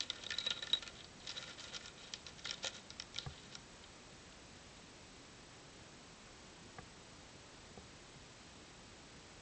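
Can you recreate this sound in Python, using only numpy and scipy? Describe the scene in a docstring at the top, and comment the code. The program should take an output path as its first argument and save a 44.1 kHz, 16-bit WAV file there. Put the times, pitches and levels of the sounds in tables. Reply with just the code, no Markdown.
"""Butterfly on a foam board

A freshly emerged butterfly flaps and scrambles on an upright foam board, then hangs still.
Wing edges and claws tap and brush the board, and a slipping claw squeaks on the foam.
The close camera is bumped softly a few times, over quiet room hiss and a thin electronic whine."""
import sys
import numpy as np
from scipy.fft import rfft, irfft, next_fast_len
from scipy.io import wavfile
from scipy.ndimage import map_coordinates

SR = 44100
rng = np.random.default_rng(int(sys.argv[2]) if len(sys.argv) > 2 else 0)


def bounce(signal):
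    """Save signal as a 16-bit WAV file at the path given by the first command-line argument."""
    frames = np.transpose(np.atleast_2d(signal))
    limited = np.clip(frames, -1, 1)
    pcm = np.round(limited * 32767).astype(np.int16)
    wavfile.write(sys.argv[1], SR, pcm)


N = 414981

# Sweeps of a wing over the foam: start_s, length_s, level_db, spot_hz (where the touched spot rings)
STROKES = [(0, 0.037, -48, 3850), (0.106, 0.081, -56, 1800), (.2, 0.11, -58, 3800), (0.312, .11, -51, 2420),
           (0.438, 0.14, -50.5, 3200), (0.619, .28, -52.5, 2600), (0.944, .08, -57.5, 3800),
           (1.187, .07, -58, 3600), (1.262, 0.061, -47.5, 4400), (1.35, 0.17, -53, 2000),
           (1.573, .1, -53, 5300), (1.72, 0.058, -51, 5600), (1.801, 0.081, -58, 6500),
           (1.975, .1, -55.5, 3800), (2.119, .05, -55.5, 4400), (2.265, 0.029, -57.5, 5360),
           (2.379, .02, -58, 6450), (2.447, 0.1, -49.5, 4300), (2.621, 0.059, -49, 5700),
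           (2.725, .055, -54.5, 5400), (3.174, 0.11, -60.5, 4800), (3.289, .17, -60.5, 4200),
           (3.506, 0.057, -58, 4600)]


def amp(db):
    """Turn decibels into a gain."""
    return 10 ** (np.asarray(db) / 20)


def unit(x):
    """Scale a sound to an average (rms) level of 1."""
    return x / np.sqrt(np.mean(x ** 2) + 1e-20)


def gain_at(curve, hz):
    """Read the gain at hz from a curve of (pitch_hz, level_db) points."""
    pitch_hz, level_db = np.transpose(curve)
    return amp(np.interp(np.log(hz + 1), np.log(pitch_hz + 1), level_db))


def wobble(per_s, size):
    """A smooth curve through per_s random values a second."""
    values = rng.standard_normal(int(size * per_s / SR) + 4)
    return map_coordinates(values, [np.arange(size) * per_s / SR])


def filtered(x, response):
    """Filter a sound; response(hz) gives the gain at each frequency."""
    size = next_fast_len(len(x) + SR // 10)
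    hz = np.fft.rfftfreq(size, 1 / SR)
    return irfft(rfft(x, size) * response(hz), size)[:len(x)]


def add(track, start_s, sound):
    """Mix a sound into the track at start_s."""
    part = track[max(0, round(start_s * SR)):][:len(sound)]
    part += sound[:len(part)]


def resonance(hz, centre, width):
    """A filter that rings at its centre frequency, where its gain is 1."""
    return 1j * hz * width / (centre ** 2 - hz ** 2 + 1j * hz * width)


def bands(x):
    """Split a sound into low thud, middle body and high edge."""
    # Borders of the three bands: border_hz
    borders = (0, 2400, 4600, 22050)
    below = lambda hz, border: 1 / (1 + (hz / (border + 1)) ** 20)
    return [filtered(x, lambda hz: below(hz, high) - below(hz, low))
            for low, high in zip(borders, borders[1:])]


def room(hiss_db=-57):
    """Even hiss and low room rumble, with a faint, slightly unsteady hum and whine."""
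    # Tone of the room noise: pitch_hz, relative_db
    hiss_curve = [(12, -38.5), (20, -8), (44, -1), (125, -0.5), (208, -2), (374, -4.5), (414, -5.5),
                  (725, -9), (803, -9), (1300, -11), (2460, -13), (3430, -13.5), (3700, -13), (7950, -17.5),
                  (8800, -31.5), (11400, -57), (19400, -120)]
    # Hum and electronic whine: pitch_hz, level_db
    tones = [(123, -84), (2540, -79.5), (7837, -79.5), (7867, -77.5), (7897, -83), (8103, -79), (8133, -76)]
    t = np.arange(N) / SR
    hiss = unit(filtered(rng.standard_normal(N), lambda hz: gain_at(hiss_curve, hz)))
    whine = sum(amp(db) * np.sqrt(2) * np.sin(2 * np.pi * hz * t + 0.17 * wobble(4, N))
                for hz, db in tones)
    return amp(hiss_db) * hiss + whine


def camera_bumps(thump_rise_s=0.0034, knock_rise_s=0.0012):
    """A soft bump rocks the camera's mount and knocks its housing."""
    # Bumps: start_s, thump_db, knock_db, muffled_above_hz
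    bumps = [(3.262, -35, -42, 1700), (6.7845, -46.5, -41.5, 2300), (7.774, -53, -38.5, 524),
             (7.838, -55, -50, 250), (8.156, -53, -55, 400)]
    # Low tones of the mount: pitch_hz, relative_db, ring_s (time to fade by 60 dB)
    mount = [(77, -6.5, 0.23), (140.5, 3.5, .085)]
    # Tones of the housing: pitch_hz, relative_db, ring_s
    housing = [(193, -7.5, 0.085), (396, -16.5, 0.22), (484, -8.5, 0.083), (755, 3, 0.034),
               (1164, -0.5, 0.038), (1650, 0.5, 0.032), (1975, 0.5, 0.025), (2250, -5, .02)]
    out, t = np.zeros(N), np.arange(SR // 4) / SR
    tone = lambda hz, db, ring_s: amp(db - 60 * t / ring_s) * np.sin(2 * np.pi * (hz * t + rng.random()))
    for start_s, thump_db, knock_db, muffle_hz in bumps:
        thump = sum(tone(*row) for row in mount)
        knock = sum(tone(hz, db, ring_s) / np.hypot(1, (hz / muffle_hz) ** 3)
                    for hz, db, ring_s in housing)
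        add(out, start_s, amp(thump_db) * thump * (1 - np.exp(-t / thump_rise_s)))
        add(out, start_s, amp(knock_db) * knock * (1 - np.exp(-t / knock_rise_s)))
    return out


def board(hz, direct=0.6, bass_delay_s=0.0044, bend_hz=2100):
    """The foam board as a filter. Bending waves bring the treble first, so each tap chirps down."""
    # Resonances of the board: pitch_hz, width_hz, relative_db
    resonances = [(185, 31, 14.5), (512, 55, 2), (1406, 46, 10.5), (1788, 64, 6), (1993, 77, 0.5),
                  (2304, 83, -2.5), (2490, 32, 0), (2920, 44, -9.5), (3104, 160, -4), (3420, 260, -13),
                  (3800, 220, 2.5), (5780, 210, -11.5), (6700, 250, -8), (7270, 560, 1)]
    # Tone of a dry contact: pitch_hz, relative_db
    contact_curve = [(100, -22), (450, -1), (1000, -3.5), (2000, -4.5), (3200, 3.5), (4500, -1), (5600, -2),
                     (6400, -7.5), (7400, -12), (9000, -11.5)]
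    ring = sum(amp(db) * resonance(hz, centre, width) for centre, width, db in resonances)
    delay_s = bass_delay_s / (1 + (hz / bend_hz) ** 2)
    lag_cycles = np.cumsum(delay_s) * hz[1]  # hz[1] is the step between frequencies
    return gain_at(contact_curve, hz) * (direct + ring) * np.exp(-2j * np.pi * lag_cycles)


def band_levels(spot_hz):
    """Thud, body and edge of a spot, in dB: slack spots thud, stiff spots tick brightly."""
    # Tone of the spots, relative to their body band: spot_hz, thud_db, edge_db
    spot_tones = [(1400, -1.5, -5.5), (1900, 1.5, -3), (3200, -10, -18), (3860, -14.5, -6.5),
                  (4730, -10.5, -2), (5600, -3.5, 3.5), (6400, -6.5, -3)]
    hz, thud_db, edge_db = np.transpose(spot_tones)
    return np.array([np.interp(spot_hz, hz, thud_db), 0, np.interp(spot_hz, hz, edge_db)])


def claw_drags(rise_s=0.003):
    """Uneven friction makes the foam sing hoarsely at one pitch, fading as the claw slows."""
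    # Drags: start_s, level_db, fade_s, pitch_hz, half_width_hz
    drags = [(0.393, -46, 0.041, 3870, 90), (.478, -47, 0.016, 3930, 70), (.522, -47, 0.044, 3880, 110),
             (3.189, -48.5, 0.032, 3920, 400), (8.36, -63, .07, 4140, 35)]
    out, t = np.zeros(N), np.arange(SR // 5) / SR
    for start_s, db, fade_s, pitch_hz, half_width in drags:
        friction = rng.standard_normal(len(t))
        sing = unit(filtered(friction, lambda hz: resonance(hz, pitch_hz, 2 * half_width) ** 2))
        add(out, start_s, amp(db) * sing * (1 - np.exp(-t / rise_s)) * np.exp(-t / fade_s))
    return out


def claw_squeaks(waver=0.012, glide=0.23, rasp_db=-3, overtone_db=-29, ring_db=-20, ring_s=0.012):
    """A claw sticks and slips: the squeak starts raspy, glides up to a board resonance and rings off."""
    # Slips: start_s, level_db, length_s, pitch_hz
    slips = [(0.264, -37.5, 0.006, 3820), (0.339, -36.5, .008, 3900), (0.383, -30, 0.0073, 3900),
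             (0.438, -38, 0.0091, 3890), (0.4637, -27.5, 0.014, 3895), (0.5045, -25, 0.0055, 3844),
             (.590, -39.5, .006, 3900), (0.623, -36.5, 0.013, 3860), (0.699, -38, 0.006, 3880),
             (0.731, -20.5, 0.0105, 3865), (.750, -33, 0.0075, 3850), (0.759, -41, 0.0083, 3920),
             (0.769, -38, 0.013, 3860), (1.378, -36, 0.0083, 3910)]
    out, t = np.zeros(N), np.arange(SR // 10) / SR
    for start_s, db, length_s, hz in slips:
        progress = t / length_s
        swell = (1 - np.exp(-(progress / 0.19) ** 2)) * np.exp(-(progress / 1.14) ** 2)
        tail = amp(ring_db) * (1 - np.exp(-progress)) * np.exp(-t / ring_s)
        pitch = hz * (1 - glide * np.exp(-t / 0.001) + waver * wobble(350, len(t)))
        phase = 2 * np.pi * np.cumsum(pitch) / SR
        tone = (swell + tail) * (np.sin(phase) + amp(overtone_db) * np.sin(2 * phase))
        rasp = filtered(rng.standard_normal(len(t)) * np.exp(-progress / 0.23), board)
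        add(out, start_s, amp(db) * (tone + amp(rasp_db) * rasp / np.abs(rasp).max()))
    return out


def wing_pressure(length_s, press_s=0.014, lift_s=0.038, ease_db=2):
    """A wing presses on the foam, eases along the stroke and lifts off."""
    t = np.arange(SR // 2) / SR
    press = 1 - np.exp(-t / press_s)
    ease = amp(-ease_db * np.minimum(t / length_s, 1))
    lift = np.exp(-np.maximum(t - length_s, 0) / lift_s)
    return press * ease * lift


def wing_brushing(clicks_per_s=1500, size_db=3.5, hiss=0.22, flutter_db=2, colour_db=2.5):
    """Wing scales catch on foam beads: clumps of tiny clicks, coloured by the spots they slide over."""
    # Tone of the brushing, relative to the stroke: thud_db, body_db, edge_db
    brush_db = [3, -.5, 1.5]
    clicks = (rng.random(N) < clicks_per_s / SR) * rng.choice([-1, 1], N)
    sizes = amp(size_db * np.minimum(rng.exponential(size=N), 4))
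    force = (clicks * sizes + hiss * rng.standard_normal(N)) * amp(flutter_db * wobble(90, N))
    rustle = np.array([band * amp(colour_db * wobble(60, N)) for band in bands(filtered(force, board))])
    gains = np.zeros_like(rustle)
    for start_s, length_s, db, spot_hz in STROKES:
        for gain, band_db in zip(gains, brush_db + 0.34 * band_levels(spot_hz)):
            add(gain, start_s, amp(db + band_db) * wing_pressure(length_s))
    return (gains * rustle).sum(0) / np.std(rustle.sum(0))


def wing_catches(count=3, relative_db=-4.5, scatter_db=1.5, contact_s=0.003, scatter_octaves=0.25):
    """The wing edge catches lightly a few times in each stroke; returns contacts for taps()."""
    contacts = []
    for start_s, length_s, db, spot_hz in STROKES:
        times = start_s + length_s * (np.arange(count) + rng.random(count)) / count
        for when, (size, shift) in zip(times, rng.uniform(-1, 1, (count, 2))):
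            level_db = db + relative_db + scatter_db * size
            contacts.append((when, level_db, contact_s, spot_hz * 2 ** (scatter_octaves * shift)))
    return contacts


def board_knocks(rise_s=0.00043):
    """A heavy blow bends the whole board, which answers with a hollow knock."""
    # Heavy blows: start_s, level_db
    blows = [(0.6238, -46), (0.7326, -56), (2.645, -33)]
    # Slow bending of the board: pitch_hz, relative_db, ring_s (time to fade by 60 dB)
    tones = [(542, -12, 0.17), (680, 3.5, 0.0098), (835, -16, 0.11)]
    out, t = np.zeros(N), np.arange(SR // 5) / SR
    ring = sum(amp(db - 60 * t / ring_s) * np.sin(2 * np.pi * hz * t) for hz, db, ring_s in tones)
    for start_s, db in blows:
        add(out, start_s, amp(db) * ring * (1 - np.exp(-t / rise_s)))
    return out


def board_ring(contacts, pitch_hz=1415, relative_db=-3, ring_s=0.091, rise_s=0.0038, scatter=0.013):
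    """The thud of each contact spreads through the board and lingers as its strongest tone."""
    out, t = np.zeros(N), np.arange(SR // 10) / SR
    fade = (1 - np.exp(-t / rise_s)) * amp(-60 * t / ring_s)
    for start_s, db, _, spot_hz in contacts:
        detune, phase = rng.standard_normal(2)
        tone = np.sin(2 * np.pi * (pitch_hz * (1 + scatter * detune) * t + phase))
        thud_db = band_levels(spot_hz)[0]
        add(out, start_s, amp(db + thud_db + relative_db) * fade * tone)
    return out


def taps(contacts, snap=4, drag_db=-23, drag_s=0.016, spot_db=6, bass_hz=850, treble_hz=6400):
    """Each contact is a snap and a short scrape that rings the struck spot and the board."""
    out, t = np.zeros(N), np.arange(SR // 10) / SR
    lead, onset = SR // 1000, round(0.012 * SR)  # samples: silence ahead, span that sets the level
    # so light a wing hardly stirs the board's low tones
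    bass_cut = lambda hz: (1j * hz / (bass_hz + 1j * hz)) ** 2
    for start_s, db, contact_s, spot_hz in contacts:
        rise = 1 - np.exp(-t / (0.17 * contact_s))  # long contacts start more softly
        fall = np.exp(-t / contact_s) + amp(drag_db) * np.exp(-t / drag_s)
        force = rng.standard_normal(len(t)) * rise * fall
        force[0] += snap / (1 + contact_s * 500)
        # a stiffer spot rings higher and passes more treble
        spot = lambda hz: 1 + amp(spot_db) * resonance(hz, spot_hz, 0.093 * spot_hz)
        treble_cut = lambda hz: 1 / np.hypot(1, (hz / max(treble_hz, 1.12 * spot_hz)) ** 4)
        response = lambda hz: board(hz) * spot(hz) * treble_cut(hz) * bass_cut(hz)
        tap = filtered(np.pad(force, (lead, 0)), response)
        for band, band_db in zip(bands(tap), band_levels(spot_hz)):
            add(out, start_s - lead / SR, amp(db + band_db) * band / np.std(band[:onset]))
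    return out


def scene():
    """Mix the butterfly, camera bumps and room, all close and dry, in one channel."""
    # The clearest wing and claw contacts: start_s, level_db, contact_s, spot_hz
    clear_taps = [(.0047, -38, 0.0012, 4400), (.031, -51, .0033, 3680), (.0999, -36.5, .0018, 3600),
                  (.2373, -53, .0021, 6100), (.2641, -53, .0025, 3800), (.3035, -43.5, 0.0037, 1810),
                  (.319, -45, .0014, 1760), (0.3841, -39.5, 0.0026, 3950), (.402, -49, .0046, 4200),
                  (.4638, -45.5, 0.0063, 2800), (.5041, -38.5, 0.0054, 3160), (.512, -41, 0.0055, 3150),
                  (.6238, -51, .002, 1800), (.6703, -51, 0.0015, 1820), (.7316, -52, 0.0032, 1400),
                  (.8234, -49, .0037, 1400), (0.8759, -50, 0.0012, 6650), (1.004, -54, .0033, 3440),
                  (1.043, -56.5, 0.0036, 4600), (1.271, -46.5, .005, 3950), (1.2914, -47.5, .0045, 5000),
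                  (1.3691, -46.5, 0.0055, 3780), (1.425, -51.5, .0023, 1380), (1.477, -58, 0.0018, 2090),
                  (1.5956, -55, .002, 4600), (1.745, -53.5, 0.0019, 5640), (1.7632, -51, 0.0039, 5550),
                  (1.857, -55.5, .0019, 5450), (1.881, -55, 0.0011, 7300), (2.1364, -43.5, 0.0012, 4850),
                  (2.265, -49.5, 0.001, 3960), (2.444, -55, .003, 4700), (2.4514, -45.5, 0.0054, 2060),
                  (2.4717, -50, 0.0016, 4610), (2.4931, -46.5, 0.0011, 3930), (2.5086, -44, 0.0014, 5400),
                  (2.5417, -49.5, 0.001, 3790), (2.634, -55, 0.0088, 5600), (2.6449, -43, 0.0017, 6470),
                  (2.657, -48, .0027, 6700), (2.6702, -41, 0.0011, 6900), (2.679, -48.5, .002, 6500),
                  (2.904, -52.5, 0.00065, 5130), (2.998, -47, 0.0016, 5530), (3.022, -56.5, .001, 5540),
                  (3.1447, -58, .0007, 5580), (3.1599, -49.5, 0.0016, 2250), (3.179, -55, .0012, 5460),
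                  (3.185, -39.5, 0.00096, 4050), (3.5522, -52.5, 0.0011, 5600), (3.838, -57.5, .003, 3190),
                  (4.322, -62, .004, 3000), (4.564, -66.5, .004, 3500), (4.768, -65, .005, 3700)]
    contacts = clear_taps + wing_catches()
    wings = taps(contacts) + board_ring(contacts) + board_knocks() + wing_brushing()
    claws = claw_squeaks() + claw_drags()
    return (wings + claws + camera_bumps() + room())[None]


def record(dry, top_hz=8650):
    """The camera dulls the treble and cuts it off steeply above top_hz."""
    # The microphone's weak treble: pitch_hz, gain_db
    microphone = [(7500, -0.5), (8200, -6), (8900, -2.5)]
    response = lambda hz: gain_at(microphone, hz) / (1 + (hz / top_hz) ** 70)
    return np.array([filtered(channel, response) for channel in dry])


dry = scene()
out = record(dry)
bounce(out)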